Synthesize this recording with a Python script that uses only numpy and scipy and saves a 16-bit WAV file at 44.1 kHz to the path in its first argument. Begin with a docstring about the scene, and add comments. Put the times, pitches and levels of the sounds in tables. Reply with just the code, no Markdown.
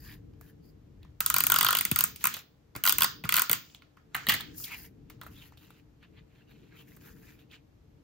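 """Low rumble and faint hiss fill a small quiet room: filtered noise, the rumble's level dipping after loud sounds.
First card scuffs softly under fingers: grainy noise in bands. From 1.2 s a plastic tape runner rolls over card
in bursts: noise-driven modes as its pawl snaps over gear teeth, rings the shell and is pressed to the desk;
its tip peels off with short ticks near 2.34 s. Just after 4 s it drops on the desk and knocks lying flat; then
card slides and its edges tick, as noise and damped modes. Two ports pick it up with differing phase and level."""
import sys
import numpy as np
from scipy import signal
from scipy.fft import rfft, irfft, next_fast_len
from scipy.io import wavfile
from scipy.ndimage import uniform_filter1d, map_coordinates

SR = 44100
rng = np.random.default_rng(int(sys.argv[2]) if len(sys.argv) > 2 else 0)


def wrap_up_sound(samples):
    """Save the sound to the file named by the first command line argument, as 16-bit audio."""
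    columns = np.atleast_2d(samples).T
    # keep every value between -1 and 1, then stretch to whole-number steps
    tamed = np.clip(columns, -1, 1)
    steps = np.round(tamed * 32767).astype(np.int16)
    wavfile.write(sys.argv[1], SR, steps)


N = 354123

# Contact levels below are relative: blows() adds the gains given by each source.
# pawl snaps: start_s, level_db, ring_db (shell over snap)
TEETH = [(1.2043, -11.5, -17.5), (1.261, -9.5, -21.5), (1.2999, -10.5, -18.5), (1.3406, -10, -17),
         (1.363, -11.5, -12.5), (1.383, -11, -18), (1.404, -9.5, -16), (1.437, -10, -19), (1.4667, -8, -20),
         (1.499, -10.5, -16), (1.5187, -7, -16), (1.5409, -11, -15.5), (1.56, -12, -10),
         (1.586, -10.5, -13), (1.6089, -10, -10), (1.628, -13, -11.5), (1.6459, -9.5, -13),
         (1.6641, -16.5, -6), (1.6857, -13.5, -8), (1.7059, -12.5, -13), (1.7275, -15.5, -8),
         (1.7499, -13, -9), (1.7689, -14.5, -12.5), (1.7862, -13.5, -15), (1.8088, -12.5, -12.5),
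         (1.8506, -12, -12.5), (1.913, -11, -17.5), (1.9592, -12, -16), (1.9879, -9, -20.5),
         (2.0068, -10.5, -18.5), (2.0385, -7, -27), (2.24, -10.5, -21), (2.2533, -11, -17),
         (2.2695, -11.5, -21), (2.837, -13.5, -12), (2.8523, -12.5, -14), (2.8628, -11.5, -11.5),
         (2.8738, -11.5, -9), (2.8849, -11, -21), (2.8937, -7, -14), (2.904, -18, -14),
         (2.9232, -10.5, -16), (2.9832, -10.5, -18), (3.0064, -14.5, -13.5), (3.019, -9, -9.5),
         (3.032, -11.5, -15.5), (3.043, -11.5, -12), (3.2903, -13.5, -11.5), (3.3225, -14, -11),
         (3.34, -11.5, -12.5), (3.356, -16.5, -13.5), (3.3654, -10, -16), (3.3741, -16.5, -8),
         (3.382, -15, -11.5), (3.394, -11, -17.5), (3.4187, -10.5, -21), (3.4949, -13.5, -14),
         (3.5135, -9.5, -27), (3.5292, -9.5, -14.5)]
# roller's seat on the card, heard in the shell's colour: start_s, low_over_high_db, middle_over_high_db
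PRESSURE = [(1.2, 1.5, -4), (1.47, -2, -4.5), (1.52, 3.5, -3.5), (1.6, -2.5, -6), (1.702, 2, -6),
            (1.76, -5, -3.5), (1.852, -12, -3.5), (1.92, -3, -3.5), (2.051, 4.5, 0.5), (2.24, 3.5, 7),
            (2.27, 5, 3), (2.84, -2, -3), (2.92, -5.5, -7.5), (3.04, 1, -5), (3.3, -3, -2),
            (3.37, -0.5, -1), (3.42, 3.5, -2.5), (3.495, 0, 3.5), (3.529, -3, -3)]
# shell on card and desk: start_s, level_db, ring_db, tilt_db (per band of modes), thump_db (both over treble)
KNOCKS = [(1.851, -41, -6, -3, 0.5), (1.959, -44.5, -10, 2, -1), (2.159, -29, -29, 10, -41),
          (2.241, -44, -6, 7.5, -1), (2.7506, -37.5, -5.5, -5, -9), (2.7608, -24, -21, -5.5, -15.5),
          (3.2375, -33.5, -5.5, -4.5, -13.5), (3.2453, -36.5, -17, 13, -8), (3.2518, -30, -13, -8.5, -12.5),
          (3.497, -39, -5, -3.5, 6), (3.515, -41.5, -8.5, -2.5, 1.5), (3.8195, -60.5, 4.5, 0, -10),
          (3.969, -60, -0.5, -8.5, 3.5), (4.1448, -33.5, 3, -0.5, -19), (4.149, -20, -9, -8, -23.5),
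          (4.1641, -27, -13.5, -12.5, -14), (4.267, -24, -5.5, 4.5, -18), (4.286, -12.5, -12.5, 1.5, -20.5),
          (4.2918, -20, -8.5, 10, -25), (4.2947, -9.5, -11, 2, -27), (4.298, -14.5, -10.5, -5, -27),
          (4.304, -19, -8.5, -1.5, -19), (4.3201, -17, -10, -3, -21.5), (4.3367, -23, -12, 0, -42.5),
          (4.3382, -23, -14, 9.5, -26), (4.3405, -16.5, -15.5, -3.5, -16.5),
          (4.3492, -26.5, -24.5, 4.5, -20.5), (4.4011, -37, -5, -6, -15), (4.4064, -31, -12.5, 11, -16.5),
          (4.409, -31, -13, -5, -28.5)]
# short ticks, of card edges on desk and card and of the runner's tip peeling off near 2.34 s:
# start_s, level_db, body_db (over treble), tilt_db (per band of modes), contact_s (t60 less 1 ms)
TICKS = [(0.335, -87, 20, -6, .008), (0.41, -39.5, -1.5, -4, 0.015), (1.0288, -56.5, -7, 26, .013),
         (1.048, -65, 14, -10, .013), (1.104, -79, -4, 1, 0.012), (2.3399, -20, -5.5, 13, 0.0015),
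         (2.3435, -27, 6.5, 6, 0.0015), (2.3668, -28, 2, -1.5, 0.0013), (3.698, -62.5, 8.5, 17, 0.0057),
         (3.746, -42, 8, 8, .005), (4.6, -28, -21, -10.5, 0.034), (4.6396, -26, -9.5, 21.5, 0.028),
         (5.098, -37.5, 4.5, 4.5, 0.02), (5.102, -44.5, 3, -5.5, 0.025), (5.213, -33, 6.5, 1, 0.00097),
         (5.233, -40, -1, -10, 0.021), (5.2634, -37, -2.5, -10.5, 0.043), (5.521, -57.5, 9, -12, 0.012),
         (5.572, -48, -9.5, 26, 0.049), (5.7034, -45.5, 8.5, 1.5, 0.014), (6.026, -64, 22, 1, .04),
         (6.351, -80, 16, 5, 0.016), (6.492, -68, 15, 2, 0.044), (6.9637, -42, -11, 3, 0.016),
         (6.968, -48, 6.5, -0.5, 0.028), (7.39, -62, 12, 9, 0.023), (7.511, -64.5, 10, 22.5, .03)]
# runner's weight landing on the desk: start_s, desk_modes_peak_db, push_s, bending_wave_db
PRESSES = [(1.9166, -27.5, 0.00026, -28), (2.757, -35, 0.0027, -42), (3.243, -30.5, 0.0012, -44),
           (4.284, -29.5, 0.00049, -40)]
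# card under fingers: start_s, length_s, rustle_db, swish_db, hiss_db, bright_hz
SCUFFS = [(0.005, 0.04, -66, -68, -61, 1808), (0.057, 0.085, -54.5, -64.5, -55.5, 1780),
          (0.176, 0.013, -76, -88, -92, 1896), (0.423, 0.079, -67.5, -75, -64.5, 1702),
          (0.645, 0.054, -85.5, -78, -71, 2264), (1.025, 0.036, -69.5, -95, -97, 1888),
          (2.213, 0.18, -49.5, -52, -50, 3200), (3.54, 0.017, -52.5, -63, -63.5, 3510),
          (3.637, 0.13, -70.5, -64, -79.5, 2885), (4.162, 0.088, -50, -58, -79, 1329),
          (4.477, 0.071, -64, -69, -87, 1860), (4.584, 0.068, -67.5, -48.5, -40.5, 3240),
          (4.673, 0.021, -50, -57, -53, 2250), (4.718, 0.028, -41, -54, -50, 2404),
          (4.773, 0.085, -57, -60, -51, 2150), (5.11, 0.0061, -64.5, -82, -74, 3295),
          (5.225, 0.028, -58, -76, -70, 909), (5.262, 0.016, -68.5, -84, -74, 797),
          (5.315, 0.045, -68.5, -69, -63, 2670), (5.378, 0.018, -55.5, -70, -65, 3740),
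          (5.42, 0.058, -58.5, -67.5, -60, 2830), (5.532, 0.0045, -65.5, -73, -89, 1600),
          (5.592, 0.06, -66.5, -76, -69, 3540), (5.634, 0.16, -66, -75, -73, 2650),
          (6.034, 0.011, -58, -81, -84.5, 2560), (6.145, 0.03, -69, -90.5, -88, 2580),
          (6.182, 0.012, -59, -83, -88, 2744), (6.304, 0.056, -73.5, -88, -86, 2650),
          (6.363, 0.058, -66, -86, -82.5, 2800), (6.495, 0.022, -65.5, -81, -77, 2920),
          (6.509, 0.19, -68.5, -79, -81, 2840), (6.729, 0.028, -62.5, -81, -84, 1650),
          (6.766, 0.058, -65, -72, -66, 2660), (6.792, 0.015, -60, -74, -76, 2996),
          (6.882, 0.072, -66, -72, -64, 2127), (7.015, 0.11, -62.5, -67.5, -63, 1502),
          (7.063, 0.014, -58.5, -80, -64, 1775), (7.163, 0.098, -70.5, -74.5, -67, 1958),
          (7.248, 0.1, -66, -75, -68, 2138), (7.295, 0.011, -63, -70, -69, 1960),
          (7.395, 0.025, -63.5, -77, -71, 2610), (7.522, 0.0053, -64, -75, -70, 2956),
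          (7.539, 0.012, -53, -66, -73, 2800)]

# modes of the desk, the upright shell, the shell flat on its side, and the tick's body: pitch_hz, level_db, width_hz
DESK = [(81, -11.5, 73), (116, -0.5, 40), (168, -1.5, 66), (293, -6.5, 210), (405, -14, 1100)]
SHELL = [(970, -9.5, 68), (1095, 1, 130), (1250, 5.5, 45), (1414, 7, 100), (1606, -4, 69), (1860, -6, 30),
         (2044, 3, 140), (2490, -1.5, 210), (2660, 2, 80), (2990, -5.5, 140), (3490, 2.5, 170),
         (3510, -3.5, 1400), (4470, -0.5, 380), (4650, 0, 270)]
LYING = [(719, -13.5, 180), (1290, 0.5, 150), (1534, 2.5, 52), (1860, 4.5, 240), (2193, -2.5, 330),
         (2800, 0.5, 200), (3130, 2.5, 310), (3780, -3, 750), (4400, -3, 640)]
CARD = [(850, -4, 1700), (1383, 4, 520), (2150, -5, 570), (3340, -3, 710), (4190, -10.5, 1600)]
# bounds of low, middle and high modes: pitch_hz
BAND_EDGES_HZ = [1650, 2900]
# chance spread of mode strength from blow to blow: level_db for low, middle, high
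MODE_SCATTER_DB = [1.2, 2.5, 2.5]
# roller scrape through the shell: level_db for low, middle, high modes
ROLL_BANDS_DB = (6, -6, -10)

# spectra of an impact's crack and of card noises (whistle: card skimming the desk): pitch_hz, level_db
CRACK = [(3000, -28.5), (5400, -13.5), (6500, -5), (8200, 4), (9800, -5.5), (11800, 3.5), (13000, 5),
         (14300, 6), (15600, 3), (17000, -5)]
RUSTLE = [(350, -36.5), (600, -17), (922, -5), (1180, -6.5), (1480, -2), (1750, -2.5), (2150, -5),
          (2750, -2.5), (3400, -7.5), (4100, -5.5), (4700, -12.5), (5850, -64), (9900, -120)]
SWISH = [(3600, -31), (4400, -13.5), (5200, -6.5), (6200, -6), (7200, -5), (8500, -20)]
WHISTLE = [(3900, -43.5), (4400, -4.5), (4850, 1.5), (5150, -2), (5600, -42)]
HISS = [(7000, -24.5), (9000, -5.5), (12800, 1), (15900, -2), (16500, -22.5)]
# rustle's bright band, sharp while card skims the desk: start_s, level_db, width (natural log of frequency)
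BRIGHT = [(0, 8, .12), (1.2, 9.5, .12), (2, 1, .36), (4.1, 10, .15), (4.25, 8.5, .15), (4.45, 3, .36),
          (4.64, 6, .36), (4.67, 9.5, .16), (4.76, 3, .2), (4.86, 6.5, .2), (5, 6, .36), (5.33, 5, .36),
          (5.37, 14.5, .08), (5.41, 10.5, .08), (5.44, -3, .36), (7.05, 1.5, .36), (7.075, 7.5, .15),
          (7.11, 2.5, .36)]
# whistle against swish: start_s, level_db
WHISTLE_DB = [(0, 4), (.2, -1), (.45, -8), (.65, 6), (1.2, 3), (2, -7.5), (4.6, -14), (4.8, -2.5),
              (5.3, -6), (6.5, -14), (8, -3.5)]

# low rumble, its level dipping after loud sounds; random lumps are added: start_s, deep_db, upper_db
RUMBLE_DB = [(0.0, -53, -56), (0.36, -55.5, -59), (0.6, -59.5, -59.5), (1.19, -56.5, -61.5),
             (1.5, -61, -49), (1.72, -58.5, -51.5), (2.19, -60.5, -58), (2.35, -66, -53.5),
             (2.48, -70, -63), (2.79, -66, -67), (2.93, -60, -54.5), (3.35, -62.5, -54.5),
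             (3.65, -75.5, -63.5), (3.98, -67, -66.5), (4.18, -67.5, -63), (4.36, -63, -55),
             (4.52, -57.5, -52.5), (5.01, -60.5, -57.5), (5.37, -55.5, -56), (5.86, -63, -62),
             (6.91, -63, -57.5), (7.18, -60, -55.5), (7.54, -67, -63.5), (8.03, -61, -62.5)]
# spectra of the rumble, and of still air with microphone hiss: pitch_hz, level_db
RUMBLE = [(13, -36.5), (22, -14.5), (48, -1), (156, 0), (193, -5.5), (268, -7), (299, 0), (328, -9.5),
          (389, -12), (414, -19), (441, -5.5), (523, -28.5), (900, -37.5), (1170, -57.5), (1980, -120)]
AIR = [(290, -27.5), (500, -4.5), (775, -10.5), (847, -10.5), (966, -12.5), (6960, -26), (9330, -35),
       (12000, -31.5), (13800, -25), (16500, -48.5)]
# left-right likeness of the room tone before the ports: pitch_hz, likeness
FLOOR_ALIKE = [(40, 1), (150, .93), (300, 0.29), (1000, 0.091), (8000, 0.13)]
# reverberation: pitch_hz, t60_s
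ROOM = [(150, 0.31), (1500, 0.27), (5000, 0.37), (9500, 0.08), (13000, 0.15), (16000, 0.43)]
# starting colour of the reverberation: pitch_hz, level_db
ROOM_COLOUR = [(150, 5), (1500, 3), (5000, 2), (9000, 5), (12000, -2.5), (15000, -6)]
# left-right likeness of the reverberation before the ports: pitch_hz, likeness
ROOM_ALIKE = [(150, 0.15), (1500, 0.066), (5000, 0.043), (8000, 0.92), (15000, 1)]
# response shared by both ports: pitch_hz, level_db
MIC = [(25, -6.5), (45, -1), (15600, -2), (16100, -17), (16900, -32)]
# phase between ports: pitch_hz, left_lead_rad
PORT_PHASE = [(600, 0), (1300, -.6), (2300, -.3), (3300, .7), (6300, .5), (7700, 3), (11000, 2.3),
              (16000, .5)]
# level between ports: pitch_hz, left_minus_right_db
PORT_BALANCE = [(60, 0.5), (110, 1.0), (200, 1.0), (380, 3.0), (700, 0.0), (1290, -0.5), (2380, -2.5),
                (4400, -1.5), (8120, 1.5), (15000, 0.0)]

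AIR_DB, RUMBLE_SPLIT_HZ, TOP_HZ = -71, 110, 16900
SCUFF_RISE_DB_PER_S, SCUFF_FADE_DB_PER_S = 610, 513.5
KNOCK_MIDDLE_DB, TICK_MIDDLE_DB = 3, 1.5  # middle modes over the line from low to high
TICK_THUMP_DB = -55.5  # desk thump of a fingertip, independent of the tick's level
TOOTH_THUMP_DB, TOOTH_SCATTER_DB = -34.5, 1.2  # desk thump against the snap; chance spread per band
SNAP_T60, PUSH_T60 = .007, .011  # s: the pawl's impact; its drive of the shell
KNOCK_T60, FLAT_T60 = .007, .005  # s: a knock's drive of the upright shell; of the flat shell
SET_DOWN_S = 4  # from here the runner lies on its side
FLAT_WET_DB, PRESS_WET_DB = -7, -14.5  # room level
MODE_SCATTER = .015  # relative pitch spread of middle and high modes: grip and contact point shift
RING_RISE_S, RING_FIRM = .001, .8  # the drive builds up; size of one firm blow over its noise
FIRM_S = .0005  # base width of the firm blow: being rounded, it drives the low modes
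CHATTER_DB, CHATTER_T60 = -24, .04  # faint rattling after a blow; its decay in s
ROLL_DB, ROLL_SPAN_S = -50.5, 0.038  # scrape gain per unit of speed; span over which speed is felt
# bending wave: pitch falls as turns / (time + start) towards its end
BEND_TURNS, BEND_START_S, BEND_END_HZ, BEND_T60 = 0.91, 0.0019, 44.7, .11


def amp(db):
    """Level law: decibels become an amplitude ratio."""
    return 10 ** (np.asarray(db) / 20)


def unit(x):
    """Normalisation to a root-mean-square of 1."""
    return x / np.sqrt(np.mean(x ** 2) + 1e-20)


def along(points, hz):
    """Interpolation of (Hz, value) points on a logarithmic frequency axis."""
    f, v = np.transpose(points)
    return np.interp(np.log(hz + 1), np.log(f + 1), v)


def curves(rows):
    """Linear interpolation in time: one value per sample for each column after the time."""
    s, *cols = np.transpose(rows)
    return [np.interp(np.arange(N) / SR, s, c) for c in cols]


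def wobble(rate):
    """Slow random modulation: a smooth curve through rate random knots a second."""
    knots = rng.standard_normal(int(N * rate / SR) + 4)
    return map_coordinates(knots, [np.arange(N) * rate / SR])


def filtered(x, response):
    """Linear filtering: the spectrum of x times a response of frequency."""
    m = next_fast_len(x.shape[-1] + 4096)
    return irfft(rfft(x, m) * response(np.fft.rfftfreq(m, 1 / SR)), m)[..., :x.shape[-1]]


def blended(pair, alike, spectrum):
    """Partial coherence: two unrelated noises become a coloured left and right of given likeness."""
    def mid_side(hz):
        turn = np.arccos(np.clip(along(alike, hz), -1, 1)) / 2
        return amp(along(spectrum, hz)) * [np.cos(turn), np.sin(turn)]
    mid, side = filtered(pair, mid_side)
    return np.array([mid + side, mid - side])


def room_tail():
    """Diffuse reverberation: a fresh noise tail whose bands die at their own rates, left energy 1."""
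    hz, t, z = signal.stft(rng.standard_normal((2, SR // 3)), SR, nperseg=256)
    turn = np.arccos(np.clip(along(ROOM_ALIKE, hz), -1, 1))[:, None] / 2
    decay_db = along(ROOM_COLOUR, hz)[:, None] - 60 * t / along(ROOM, hz)[:, None]
    mid, side = z * amp(decay_db) * [np.cos(turn), np.sin(turn)]
    tail = signal.istft(np.array([mid + side, mid - side]), SR, nperseg=256)[1]
    return tail / np.linalg.norm(tail[0])


def tilted(db, tilt_db, middle_db):
    """Spectral tilt: levels of the low, middle and high modes."""
    return db - tilt_db, db + middle_db, db + tilt_db


def resonances(modes, band_db=(0, 0, 0)):
    """Modal superposition: causal damped modes, each call drawing new strengths and upper pitches."""
    hz, db, width = np.transpose(modes)[..., None]
    band = np.digitize(hz, BAND_EDGES_HZ)
    scatter_db = np.take(MODE_SCATTER_DB, band) * rng.standard_normal(hz.shape)
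    gain = amp(db + np.take(band_db, band) + scatter_db)
    gain = gain * (-1.) ** np.arange(len(modes))[:, None]  # neighbours in opposite sign
    hz = hz * (1 + MODE_SCATTER * (band > 0) * rng.standard_normal(hz.shape))
    return lambda f: np.sum(gain * 1j * f * width / (hz * hz - f * f + 1j * f * width), axis=0)


def struck(response, t, lag, t60, unlike, after_db, after_t60, rise=.0002, firm=0):
    """Impact excitation: decaying noise and chatter through a response; rows left, right, room."""
    decay = amp(-60 * t / t60) + amp(after_db - 60 * t / after_t60)
    drive = np.clip((t - lag) / rise, 0, 1) * decay
    mid, side = rng.standard_normal((2, len(t))) * drive
    blow = np.maximum(1 - np.abs(t - t[np.argmax(drive)]) * 2 / FIRM_S, 0)
    mid = mid + firm * np.linalg.norm(drive) * blow / blow.sum()
    click = t == t[200]  # a single sample excites the room's row

    def heard(hz):
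        near = response(hz)
        # the room hears all sides, so upper modes blur
        blur = np.sqrt(np.abs(uniform_filter1d(np.abs(near) ** 2, size=150)))
        return np.array([near, near, np.where(hz > BAND_EDGES_HZ[0], blur, near)])

    left, right, room = filtered(np.array([mid + unlike * side, mid - unlike * side, click]), heard)
    # the mean of left and right takes the room row's energy
    size = np.linalg.norm([left + right, left + right, 2 * room], axis=1)[:, None]
    return np.array([left, right, room]) * np.linalg.norm(room) / size * 2


def blows(table, body, crack_db, crack_t60, push_t60, ring_db, thump_db, wet_db):
    """Contact radiation: a bright crack, the body's modes, a thump in the desk and the room's reply."""
    out, t = np.zeros((2, N + SR)), np.arange(SR // 12) / SR
    lasting = np.transpose(np.broadcast_arrays(crack_t60, push_t60, np.zeros(len(table)))[:2])
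    for (s, db, *band_db, desk_db), (crack_s, push_s) in zip(table, lasting):
        crack = struck(lambda hz: amp(along(CRACK, hz)), t, 0.00087, crack_s, unlike=0.33,
                       after_db=-3, after_t60=2 * crack_s)
        ring = struck(resonances(body, band_db), t, 0.000876, push_s, unlike=0.22, after_db=CHATTER_DB,
                      after_t60=CHATTER_T60, rise=RING_RISE_S, firm=RING_FIRM)
        thump = struck(resonances(DESK), t, .0012, 0.0017, unlike=0.084, after_db=-38.5, after_t60=0.019)
        hit = amp(crack_db) * crack + amp(ring_db) * ring + amp(desk_db + thump_db) * thump
        hit = amp(db) * hit
        wet = amp(wet_db) * signal.fftconvolve(hit[2:], room_tail(), axes=1)
        start = round(s * SR)
        out[:, start:start + len(t)] += hit[:2]
        out[:, start:start + wet.shape[1]] += wet
    return out[:, :N]


def room_tone():
    """Modulated noise: a two-part low rumble, dipping after loud sounds, over steady faint hiss."""
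    deep_db, upper_db = curves(RUMBLE_DB)
    rumble = blended(rng.standard_normal((2, N)), FLOOR_ALIKE, RUMBLE)
    deep = filtered(rumble, lambda hz: 1 / (1 + (hz / RUMBLE_SPLIT_HZ) ** 4))
    lumps_db = 1.2 * wobble(4.6) + 0.66 * wobble(13)  # shared by both parts
    low = amp(deep_db + lumps_db + 1.5 * wobble(7.9)) * unit(deep)
    low = low + amp(upper_db + lumps_db + 1.5 * wobble(6.3)) * unit(rumble - deep)
    return low + amp(AIR_DB) * unit(blended(rng.standard_normal((2, N)), FLOOR_ALIKE, AIR))


def scuffing():
    """Exponential envelopes: scuffs rise fast, hold and fade; bright bands average by rustle gain."""
    t, gains = np.arange(N) / SR, 0
    for start, length, rustle_db, swish_db, hiss_db, hz in SCUFFS:
        rise_db = -SCUFF_RISE_DB_PER_S * np.maximum(start - t, 0)
        fade_db = -SCUFF_FADE_DB_PER_S * np.maximum(t - start - length, 0)
        levels = np.array([amp(rustle_db), amp(swish_db), amp(hiss_db), amp(rustle_db) * hz])
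        gains = gains + levels[:, None] * amp(np.maximum(rise_db + fade_db, -200))
    return *gains[:3], gains[3] / gains[0]


def grains():
    """Stick-slip friction: fibres catch and let go, as stereo noise in uneven grains."""
    return amp(0.9 * wobble(60) + 2.5 * wobble(500)) * rng.standard_normal((2, N))


def card():
    """Friction noise: a rustle with a wandering bright band, a swish with a whistle, and a fine hiss."""
    low, middle, top, centre_hz = scuffing()
    hz, t, z = signal.stft(grains(), SR, nperseg=512)
    when, *shape = np.transpose(BRIGHT)
    height_db, width = [np.interp(t, when, column) for column in shape]
    distance = np.log((hz[:, None] + 1) / np.interp(t * SR, np.arange(N), centre_hz))
    bright = 1 + amp(height_db) * np.exp(-(distance / width) ** 2)
    # random patches over frequency and time
    patches = uniform_filter1d(rng.standard_normal(bright.shape), size=4, axis=0)
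    patches = amp(2.5 * unit(uniform_filter1d(patches, size=5, axis=1)))
    fibres = signal.istft(z * bright * patches, SR, nperseg=512)[1][:, :N]
    rustle = unit(blended(fibres, [(1000, 0.65)], RUSTLE))
    swish = unit(blended(grains(), [(5000, 0.037)], SWISH))
    whistle = unit(blended(grains(), [(5000, 0.22)], WHISTLE))
    swish = swish + amp(curves(WHISTLE_DB)[0]) * whistle
    hiss = unit(blended(grains(), [(8000, 1.0)], HISS))
    return low * rustle + middle * swish + top * hiss


def ticks():
    """Heavily damped modes: card edges tick on desk and card; the runner's tip peels off near 2.34 s."""
    table = [(s, db, *tilted(body_db, tilt_db, TICK_MIDDLE_DB), TICK_THUMP_DB - db)
             for s, db, body_db, tilt_db, _ in TICKS]
    contact_t60 = [row[-1] + 1e-3 for row in TICKS]
    return blows(table, CARD, crack_db=13.0, crack_t60=contact_t60, push_t60=contact_t60,
                 ring_db=19.0, thump_db=37.0, wet_db=-9.0)


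def presses():
    """Dispersion: a push and rebound rings the desk and sends a bending wave, high part first."""
    t, out = np.arange(SR // 5) / SR, np.zeros((2, N + SR))
    turns = BEND_TURNS * np.log(1 + t / BEND_START_S) + BEND_END_HZ * t
    bend = np.sin(2 * np.pi * turns) * amp(-60 * t / BEND_T60)
    for s, db, push_s, bend_db in PRESSES:
        u = t / push_s
        thud = filtered(u * (2 - u) * np.exp(-u), resonances(DESK))
        thud = amp(db) * thud / np.abs(thud).max() + amp(bend_db) * bend
        wet = amp(PRESS_WET_DB) * signal.fftconvolve(thud[None], room_tail(), axes=1)
        start = round(s * SR)
        out[:, start:start + len(t)] += thud
        out[:, start:start + wet.shape[1]] += wet
    return out[:, :N]


def knocks():
    """Modes under changed support: the shell knocks upright in the hand, then lying flat."""
    table = [(s, db, *tilted(ring_db, tilt_db, KNOCK_MIDDLE_DB), desk_db)
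             for s, db, ring_db, tilt_db, desk_db in KNOCKS]
    upright = [row for row in table if row[0] < SET_DOWN_S]
    flat = [row for row in table if row[0] >= SET_DOWN_S]
    held = blows(upright, SHELL, crack_db=14.0, crack_t60=0.013, push_t60=KNOCK_T60,
                 ring_db=34.0, thump_db=46.5, wet_db=-6.0)
    lying = blows(flat, LYING, crack_db=15, crack_t60=FLAT_T60, push_t60=FLAT_T60,
                  ring_db=32.5, thump_db=46.0, wet_db=FLAT_WET_DB)
    return held + lying


def roll():
    """Friction-driven resonance: peeling tape and scraping roller, louder as teeth pass faster."""
    tooth_samples = np.round(np.transpose(TEETH)[0] * SR).astype(int)
    passing = np.bincount(tooth_samples, minlength=N)
    speed = np.abs(signal.fftconvolve(passing, np.hanning(round(ROLL_SPAN_S * SR)))[:N])
    grit = amp(6.7 * wobble(300)) * rng.standard_normal((2, N))
    mid, side = filtered(grit, resonances(SHELL, ROLL_BANDS_DB))
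    return amp(ROLL_DB) * speed * unit(np.array([mid + 0.25 * side, mid - 0.23 * side]))


def ratchet():
    """Repeated impact: the pawl drops off each tooth and rings the shell, coloured by pressure."""
    s, snap_db, ring_db = np.transpose(TEETH)
    when, low_db, middle_db = np.transpose(PRESSURE)
    low_ring_db = ring_db + np.interp(s, when, low_db)
    middle_ring_db = ring_db + np.interp(s, when, middle_db)
    colour = np.transpose([low_ring_db, middle_ring_db, ring_db, 0 * s + TOOTH_THUMP_DB])
    colour = colour + TOOTH_SCATTER_DB * rng.standard_normal(colour.shape)
    return blows(np.column_stack([s, snap_db, colour]), SHELL, crack_db=17.0, crack_t60=SNAP_T60,
                 push_t60=PUSH_T60, ring_db=34.5, thump_db=46.5, wet_db=-8.0)


def scene():
    """Superposition of all sources; room tone and sliding card lean a little to the left."""
    background = amp([[.8], [-.8]]) * (room_tone() + card())
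    return background + ticks() + presses() + knocks() + roll() + ratchet()


def record(dry):
    """Two-port reception: ports differ in phase and level, opposed near 8 kHz, with a top band limit."""
    def half(hz):
        return np.exp(.5j * along(PORT_PHASE, hz)) * amp(along(PORT_BALANCE, hz) / 2)
    ports = filtered(dry, lambda hz: amp(along(MIC, hz)) * np.array([half(hz), 1 / half(hz)]))
    return filtered(ports, lambda hz: hz < TOP_HZ)


dry = scene()
out = record(dry)
wrap_up_sound(out)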